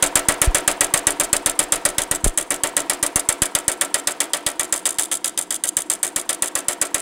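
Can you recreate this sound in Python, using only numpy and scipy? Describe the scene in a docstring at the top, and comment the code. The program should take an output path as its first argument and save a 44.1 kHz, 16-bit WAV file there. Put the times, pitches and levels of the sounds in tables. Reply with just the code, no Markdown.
"""Motor noise fills a hard-walled shop, where a running power hammer beats a hand-held steel sheet.
Each blow cracks the dies, clanks the sheet, thuds in the frame and pushes out air; echoes and rattles follow.
The camera, close at first, is bumped near 0.5 s and 2.2 s while it drifts away and lower.
Near 5 s the sheet trembles longer after its blows. Clicks strike resonances; shaped noise makes the rough parts."""
import sys
import numpy as np
from scipy import signal
from scipy.fft import rfft, irfft
from scipy.io import wavfile

SR = 44100
rng = np.random.default_rng(int(sys.argv[2]) if len(sys.argv) > 2 else 0)


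def transcribe(signal):
    """Save signal, clipped to [-1, 1], as a 16-bit WAV file at the path in sys.argv[1]."""
    frames = np.atleast_2d(signal).T
    limited = np.clip(frames, -1, 1)
    pcm = np.round(limited * 32767).astype(np.int16)
    wavfile.write(sys.argv[1], SR, pcm)


def level_to_linear(level):
    """Convert decibel levels to linear amplitude factors, elementwise."""
    exponent = np.asarray(level, float) / 20
    return 10 ** exponent


N = 309141
TIME_S = np.arange(N) / SR

# how the sheet is gripped:
# (time [s], tilt of the clank [dB per octave], relative level of the sheet's own modes [dB])
GRIP_CURVE = [(0, -8, -2.5), (1, 3, 0), (2.4, 0, 1), (3.5, 1, 0), (4.6, -1, 1), (4.85, -1, -4.5),
              (5.7, -1.5, -3.5), (6.1, -1, -1.5), (7, -4, 0.5)]


def band(x, hz, width_hz):
    """Two-pole resonance, gain 1 at the centre."""
    return signal.lfilter(*signal.iirpeak(hz, hz / width_hz, SR), x)


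def ring(x, hz, t60):
    """A mode struck by x: a sine that loses 60 dB in t60 seconds."""
    pole = np.exp(2j * np.pi * hz / SR - np.log(1000) / (t60 * SR))
    return signal.lfilter([1], [1, -pole], x).imag


def clicks(s, db):
    """Single-sample clicks at the given times and levels."""
    samples = (np.asarray(s) * SR).astype(int)
    return np.bincount(samples, level_to_linear(np.asarray(db)), 2 * N)[:N]


def fade(x, rise_s, t60):
    """Smooths each click into an envelope with a rise and a decay."""
    fall = np.exp(-np.log(1000) / (t60 * SR))
    rise = np.exp(-1 / (rise_s * SR))
    falling = signal.lfilter([1], [1, -fall], x)
    return signal.lfilter([1 - rise], [1, -rise], falling)


def coloured(spectrum):
    """Noise of rms 1, its spectrum shaped by points of (Hz, dB)."""
    hz, db = np.transpose(spectrum)
    log_hz = np.log(np.arange(1, N // 2 + 2) * SR / N)
    gain = level_to_linear(np.interp(log_hz, np.log(hz), db))
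    x = irfft(rfft(rng.standard_normal(N)) * gain, N)
    return x / x.std()


def along(table, s):
    """The columns of a curve, read at times s."""
    at, *cols = np.transpose(table)
    return [np.interp(s, at, col) for col in cols]


def motor_noise():
    """The motor and the shop make a steady noise with a fixed spectrum."""
    # motor and shop noise: (frequency [Hz], relative density [dB per Hz])
    spectrum = [(20, -27), (40, -8), (110, -39), (180, -3), (250, -3.5), (320, 9), (450, -10.5), (700, -15),
                (2000, -33), (5000, -41), (9000, -46), (16000, -42)]
    return level_to_linear(-45.5) * coloured(spectrum)


def chatter(blow_s, blow_db, slaps):
    """Every contact is a sharp knock, then a few ms of rough chatter and a weaker shimmer."""
    upstroke_s, upstroke_db = 0.09, -37.5  # after the blow, relative to it
    blows = clicks(blow_s, blow_db)
    rough = fade(blows, 0.0001, 0.022) + level_to_linear(-13.5) * fade(blows, 0.0016, 0.094)
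    rough = rough + fade(slaps, 0.00042, 0.016) + level_to_linear(-16.5) * fade(slaps, 0.00017, 0.024)
    # the linkage clicks as the ram turns at the top
    upstroke = clicks(blow_s + upstroke_s, blow_db + upstroke_db)
    rough = rough + fade(upstroke, 0.0022, 0.092)
    return rough * rng.standard_normal(N) + level_to_linear(13) * blows + slaps


def dies(blow_s, crack_db, clank_db, slaps):
    """The small dies ring high (crack), the clamped sheet lower (clank); both are struck by each contact."""
    # modes of dies and sheet: (frequency [Hz], width [Hz], relative level [dB])
    steel = [(3053, 280, -14.5), (3420, 260, -13.5), (3697, 190, -12), (4220, 1100, -23), (4810, 360, -11),
             (5004, 810, -16.5), (6327, 436, -8), (6900, 110, -5.5), (7352, 354, -2), (7673, 480, -0.5),
             (8680, 750, -1), (9104, 380, -0.5), (9600, 290, -2), (10200, 880, -6), (11096, 590, -12),
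             (12040, 510, -12.5), (13500, 3000, -20.5), (14350, 730, -39)]
    die_low_hz, clank_mid_hz = 5600, 3700
    grip_scatter_db = 3  # per octave, random from blow to blow
    crack = chatter(blow_s, crack_db, level_to_linear(3.5) * slaps)
    clank = chatter(blow_s, clank_db, level_to_linear(5) * slaps)
    # the dies have no modes below their first one
    high_pass = signal.butter(4, die_low_hz, "high", fs=SR, output="sos")
    crack = signal.sosfilt(high_pass, crack)
    # where the sheet is gripped tips the clank towards its low or its high modes
    tilt_db = along(GRIP_CURVE, blow_s)[0] + grip_scatter_db * rng.standard_normal(len(blow_s))
    # each tilt holds until the next blow
    latest_blow = np.clip(np.searchsorted(blow_s, TIME_S) - 1, 0, None)
    tilt_db = tilt_db[latest_blow]
    out = 0
    for k, (hz, width_hz, db) in enumerate(steel):
        if hz > die_low_hz:
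            force = crack
        else:
            force = clank * level_to_linear(tilt_db * np.log2(hz / clank_mid_hz))
        # neighbouring modes have opposite signs
        out = out + (-1) ** k * level_to_linear(db) * band(force, hz, width_hz)
    return level_to_linear(4) * out


def frame(blow_s, thud_db):
    """Each blow pushes the frame briefly and echoes return the push; the noisy clang has no such echoes."""
    # floor and wall echoes of the thud: (delay [s], relative level [dB])
    echo_table = [(.0125, -1), (.0203, -9), (.0247, 2), (.0287, -6), (.042, -8), (.051, -11), (.079, -12)]
    # broad colour of a blow's clang: (frequency [Hz], relative density [dB per Hz])
    clang_spectrum = [(200, -33), (280, -15), (480, -11), (800, -8), (1300, -3.5), (1900, -2.5),
                      (3000, -7.5), (4500, -12.5), (6500, -17.5), (9000, -26.5)]
    turn_s, turn_db, turn_hz, turn_t60_s = 0.101, -6, 952, 0.04
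    hits = clicks(blow_s + 0.00094, thud_db)
    echoes = sum(clicks(blow_s + 0.001005 + s, thud_db + db) for s, db in echo_table)
    push = band(band(level_to_linear(-0.5) * hits + echoes, 673, 680), 673, 680)
    clang_envelope = fade(hits, 0.0018, 0.12) + level_to_linear(-15.0) * fade(hits, 0.0054, 0.56)
    clang = clang_envelope * coloured(clang_spectrum)
    # the crank knocks softly as it turns over
    turn = ring(clicks(blow_s + turn_s, thud_db + turn_db), turn_hz, turn_t60_s)
    turn = fade(turn, 0.0005, 0.00044)
    return level_to_linear(33) * push + turn + level_to_linear(0.5) * clang


def frame_modes(blow_s, thud_db, bright_db):
    """The push spreads through the heavy frame, so each mode swells before it fades."""
    # modes of frame and sheet: (frequency [Hz], relative level [dB], t60 [s], build-up time [s])
    modes = [(291.1, -3.5, 0.29, 0.0053), (361.6, 0, 0.27, 0.02), (415, -8.5, 0.31, 0.012),
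             (535, -3.5, 0.14, 0.0048), (591.5, 4.5, 0.15, 0.0082), (664.5, -4, 0.28, 0.016),
             (747.6, -15, 0.58, 0.025), (908.6, -10, 0.21, 0.0051), (1155, 3, 0.11, 0.007),
             (1333, 2.5, 0.14, 0.03), (1552, -18, 0.36, 0.0027), (1732, 0, 0.053, 0.0012),
             (1929, 4, 0.074, 0.0027), (2290, -6.5, 0.14, 0.0047), (2560, -27, 0.048, 0.0076)]
    sheet_modes = (4, 8, 12)  # rows that belong to the sheet
    scatter_db, scatter_rad, mid_hz = 1.8, 0.5, 800
    out = 0
    # level and phase of every mode vary a little from blow to blow
    chance = rng.standard_normal((len(blow_s), 2, len(modes)))
    for k, (hz, db, t60, build_s) in enumerate(modes):
        share_db = thud_db + db + bright_db * np.log2(hz / mid_hz)
        share_db = share_db + scatter_db * chance[:, 0, k]
        if k in sheet_modes:
            share_db = share_db + along(GRIP_CURVE, blow_s)[1]
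        hits = clicks(blow_s + 0.000992, share_db) + 0j
        hits[hits != 0] *= np.exp(1j * scatter_rad * chance[:, 1, k])
        # taking away a faster-dying copy makes the mode swell
        swell = ring(hits, hz, t60) - ring(hits, hz, build_s * np.log(1000))
        out = out + (-1) ** k * swell
    return level_to_linear(-2.5) * out


def air(blow_s, push_db):
    """The slapped sheet sends a pressure step, sharp up, then slowly below zero; the floor shakes later."""
    # floor shake felt at the camera: (time [s], relative level [dB])
    shake_curve = [(0, -36), (.6, -39.5), (2, -37.5), (2.6, -46), (3.3, -50), (4.2, -64), (4.7, -54),
                   (7, -61)]
    shake_db = along(shake_curve, blow_s)[0]
    hits = clicks(blow_s + 0.00099, push_db)
    step = fade(hits, 0.00015, 0.0029) - level_to_linear(0.5) * fade(hits, 0.00089, 0.0068)
    shake = ring(clicks(blow_s + 0.022, shake_db), 29.0, 0.18)
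    shake = fade(shake, 0.0057, 0.012)
    return level_to_linear(19.0) * step + level_to_linear(-28) * shake


def flap(blow_s):
    """The free part of the sheet wobbles after each blow: low narrow noise that dies away."""
    # low flapping, loud while the camera is above the sheet: (time [s], relative level [dB])
    flap_curve = [(0, -40), (1, -38.5), (2.6, -42.5), (3.2, -48.5), (4.5, -50.5), (7, -52)]
    centre_hz, width_hz, t60_s = 160.4, 136, 0.28
    noise = band(band(rng.standard_normal(N), centre_hz, width_hz), centre_hz, width_hz)
    hits = clicks(blow_s, along(flap_curve, blow_s)[0])
    return fade(hits, 0.0029, t60_s) * noise / noise.std()


def sheet_slaps(blow_s, rebound_db, count):
    """The loose sheet touches the dies again: a random buzz, a rebound, loud slaps and uneven trembles."""
    # loud extra slaps of the loose sheet on a die: (time [s], relative level [dB])
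    rattles = [(0.0374, -7), (.0674, -16), (.172, -10), (.4433, -15), (0.5542, -8), (.5697, -13),
               (.979, -15), (1.208, -13), (1.2407, -12), (1.469, -14), (1.6006, -12), (1.735, -14),
               (1.7454, -28), (1.86, -9), (2.157, -17), (2.383, -8), (2.519, -11), (2.7766, -16),
               (3.036, -13), (3.4308, -10), (3.818, -9), (3.949, -21), (4.215, -17), (4.344, -14),
               (4.469, -16), (4.643, -22), (4.738, -10), (4.779, -28), (4.7957, -30), (4.859, -12),
               (4.865, -8.5), (4.8726, -12), (4.907, -38), (4.923, -21), (4.994, -4), (5.002, -13),
               (5.038, -19), (5.0545, -17), (5.121, -10), (5.128, -15), (5.1397, -11), (5.153, -14.5),
               (5.1697, -14), (5.257, -11), (5.389, -7), (5.4352, -30), (5.523, -12), (5.5512, -18),
               (5.653, -14), (5.6806, -12), (5.688, -17), (5.915, -9), (6.0462, -13), (6.178, -19),
               (6.2985, -15), (6.3452, -14), (6.443, -15), (6.4743, -18), (6.48, -11), (6.573, -16),
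               (6.6044, -28), (6.702, -21), (6.728, -21), (6.8228, -9.5)]
    # trembling after the rebound, longer where the sheet is held loosely:
    # (time [s], relative level of the first tremble [dB], dying [dB per s])
    tremble_curve = [(0, -41, 700), (2, -27, 700), (3.399, -30, 700), (4.4, -30, 600), (4.701, -21, 330),
                     (4.95, -17.5, 352), (5.2, -27, 700), (5.8, -26.5, 600), (7, -39, 600)]
    # small random contacts while the sheet is loose: (time [s], relative level [dB])
    buzz_curve = [(0, -24.5), (2, -26), (3.5, -30), (4.5, -27), (5, -22.5), (5.8, -23), (7, -24)]
    rebound_s = 0.0358  # the sheet jumps off the die and lands again this long after a blow
    tremble_gap_s, scatter_db = 0.011, 5
    buzz_from_s, buzz_to_s = 0.008, 0.058  # window after the blow
    starts_s = blow_s[:, None]
    shape = (len(blow_s), count)

    first_db, dying = along(tremble_curve, starts_s)
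    late_s = tremble_gap_s * np.cumsum(0.5 + rng.random(shape), axis=1)
    tremble_s = starts_s + rebound_s + late_s
    tremble_db = first_db - dying * (late_s - tremble_gap_s)
    tremble_db = tremble_db + scatter_db * rng.standard_normal(shape)
    trembles = clicks(tremble_s.ravel(), tremble_db.ravel())

    buzz_s = starts_s + buzz_from_s + (buzz_to_s - buzz_from_s) * rng.random(shape)
    buzz_db = along(buzz_curve, buzz_s)[0] + scatter_db * rng.standard_normal(shape)
    buzz = clicks(buzz_s.ravel(), buzz_db.ravel())

    rebounds = clicks(blow_s + rebound_s, rebound_db)
    return buzz + rebounds + clicks(*np.transpose(rattles)) + trembles


def shop(x):
    """The hard walls return dense reflections: bands of noise, each with its own decay."""
    # shop reverberation: (frequency [Hz], t60 [s], relative level [dB])
    reflections = [(296, 0.92, -19), (700, 0.25, -19.5), (1030, 0.9, -32.5), (2430, 0.26, -33),
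                   (4750, 0.22, -44), (9000, 0.12, -48)]
    t = TIME_S[:SR]
    tail = 0
    for hz, t60, db in reflections:
        noise = band(rng.standard_normal(SR), hz, 0.3 * hz)
        tail = tail + level_to_linear(db) * noise * 1000 ** (-t / t60)
    build_up = np.clip(t / 0.036, 0, 1)
    return signal.fftconvolve(x, tail * build_up)[:N]


def bumps():
    """A knock on the camera body swings the microphone up, deep down and up again, each swing slower."""
    # camera bumps: (time [s], relative level [dB], time scale of the swings [s], fading time [s])
    knocks = [(.474, 3.5, .0087, .0083), (2.2378, -10, .0048, .0032), (2.2511, -2.5, .0112, .0096),
              (2.2605, -3, .0085, .0098), (2.2623, 0, .0008, .0013)]
    out = 0
    for s, db, swing_s, fading_s in knocks:
        t = np.clip(TIME_S - s, 0, 1)
        envelope = t / fading_s * np.exp(-t / fading_s)
        # the logarithm stretches each swing more than the one before
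        swing = np.sin(2 * np.pi * 0.87 * np.log1p(t / swing_s))
        out = out + level_to_linear(db) * envelope * swing
    return out


def scene():
    """Adds motor noise, the hammer with its reverberation, air, flapping sheet and camera bumps."""
    # hammer blows, all levels relative:
    # (time [s], crack [dB], clank [dB], rebound slap [dB], air push [dB])
    blow_table = [(0.0247, 3.5, 5.5, -11, -29), (0.155, 3, 6.5, -10, -26), (0.2851, 4.5, -1.5, -8, -22),
                  (0.416, 4.5, -2, -11, -26.5), (0.5462, 2, 3, -11, -29), (0.6767, 3, 2, -11, -30),
                  (0.8076, 2.5, 3.5, -6, -32), (0.9383, 3.5, 4.5, -5, -29.5), (1.0688, 3, 4, -6.5, -27.5),
                  (1.1983, 2, .6, -11, -34), (1.3292, 3.5, 5, -6, -28), (1.46, 2.5, 2, -6, -29.5),
                  (1.5909, 1.5, 4, -12, -34), (1.7216, 2, 4.5, -12, -34), (1.8517, 2, 4, -12, -32.5),
                  (1.982, 0.5, 6, -6, -28.5), (2.112, 1, -3, -11, -27), (2.243, 1, 0.5, -13, -31),
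                  (2.3746, 0.5, -2, -15, -38.5), (2.505, -1.5, -26, -11, -39), (2.635, -1.5, 0, -10, -35.5),
                  (2.7662, -0.5, 2, -11, -43), (2.8968, .6, 4, -14, -42), (3.0275, 1, 0.5, -5.5, -30.5),
                  (3.158, 3, -2, -4, -23.5), (3.2883, 2, 3.5, -10.5, -27.5), (3.4191, 2, 4.5, -9, -22),
                  (3.5502, 1.2, 7, -13, -31), (3.68, 2, 4, -11, -28.5), (3.811, 0, 5, -13, -45.5),
                  (3.9421, -0.5, 6.5, -22, -39), (4.072, 0, 7.5, -15, -41), (4.2032, 0, 5.5, -19.5, -51),
                  (4.3337, -2.5, 8, -19, -51), (4.464, -0.2, 7, -17, -32), (4.595, -1.5, 1, -16, -39),
                  (4.7244, 0, -1, -11, -38.5), (4.8544, -3, 3, -21, -64), (4.9849, -4, 2.5, -12.5, -40),
                  (5.1142, -6.5, -2, -14, -55), (5.2437, -4, 3, -13, -48), (5.3754, -4.5, 2.5, -11.5, -48),
                  (5.506, -4.5, -0.5, -9, -48), (5.6374, -3, 0, -13, -45), (5.768, 0, 1.5, -16, -37),
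                  (5.8991, -1.5, -2, -11, -44), (6.0297, -0.5, -1, -12, -51), (6.1607, -1.5, 0.5, -14, -37),
                  (6.2918, -2.5, 3.5, -11.5, -45), (6.422, -0.7, 0.5, -12.5, -38),
                  (6.5528, -2, 2, -15, -39), (6.6831, -0.5, 1, -17, -37), (6.814, -1.5, -1, -24, -38),
                  (6.9441, 0, 3, -16, -35)]
    # the frame's thud at the camera:
    # (time [s], relative level [dB], brightness of its modes [dB per octave])
    thud_curve = [(0, -17.5, 0.9), (.9, -19.5, 0.5), (1.3, -21.5, -1), (1.9, -21.5, 1), (2.3, -27.5, -0.5),
                  (2.55, -21.5, 0), (3.3, -23.5, 1), (4.05, -24.5, 1.5), (4.6, -25.5, 2), (4.85, -26, 1),
                  (5.1, -29.5, 3.5), (5.6, -31, 2.5), (6.0, -27, 2), (6.3, -26, 0.8), (7, -24.5, -0.5)]
    blow_s, crack_db, clank_db, rebound_db, push_db = np.transpose(blow_table)
    thud_db, bright_db = along(thud_curve, blow_s)

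    slaps = sheet_slaps(blow_s, rebound_db, count=7)
    hammer = dies(blow_s, crack_db, clank_db, slaps) + frame(blow_s, thud_db)
    hammer = hammer + level_to_linear(-8.0) * shop(hammer) + frame_modes(blow_s, thud_db, bright_db)
    # the hammer is already running: before the first blow rings the same tail as before the third
    first, third = (blow_s[[0, 2]] * SR).astype(int)
    hammer[:first] = hammer[third - first:third]
    # the machine is too small to radiate deep bass
    high_pass = signal.butter(5, 262, "high", fs=SR, output="sos")
    hammer = signal.sosfilt(high_pass, hammer)

    low = air(blow_s, push_db) + flap(blow_s) + bumps()
    return (hammer + low + motor_noise())[None]


def band_limit(x):
    """A steep low-pass at the top of the band."""
    return signal.sosfilt(signal.butter(12, 16480, fs=SR, output="sos"), x)


def record(dry):
    """The camera cuts the deepest bass, clips whatever exceeds full scale and drops the top."""
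    bass_cut = signal.butter(1, 15, "high", fs=SR, output="sos")
    clipped = np.clip(signal.sosfilt(bass_cut, dry), -1, 1)
    top_cut = signal.ellip(6, 0.2, 50, 15600, fs=SR, output="sos")
    mix = signal.sosfilt(top_cut, clipped)
    return band_limit(mix)


dry = scene()
out = record(dry)
transcribe(out)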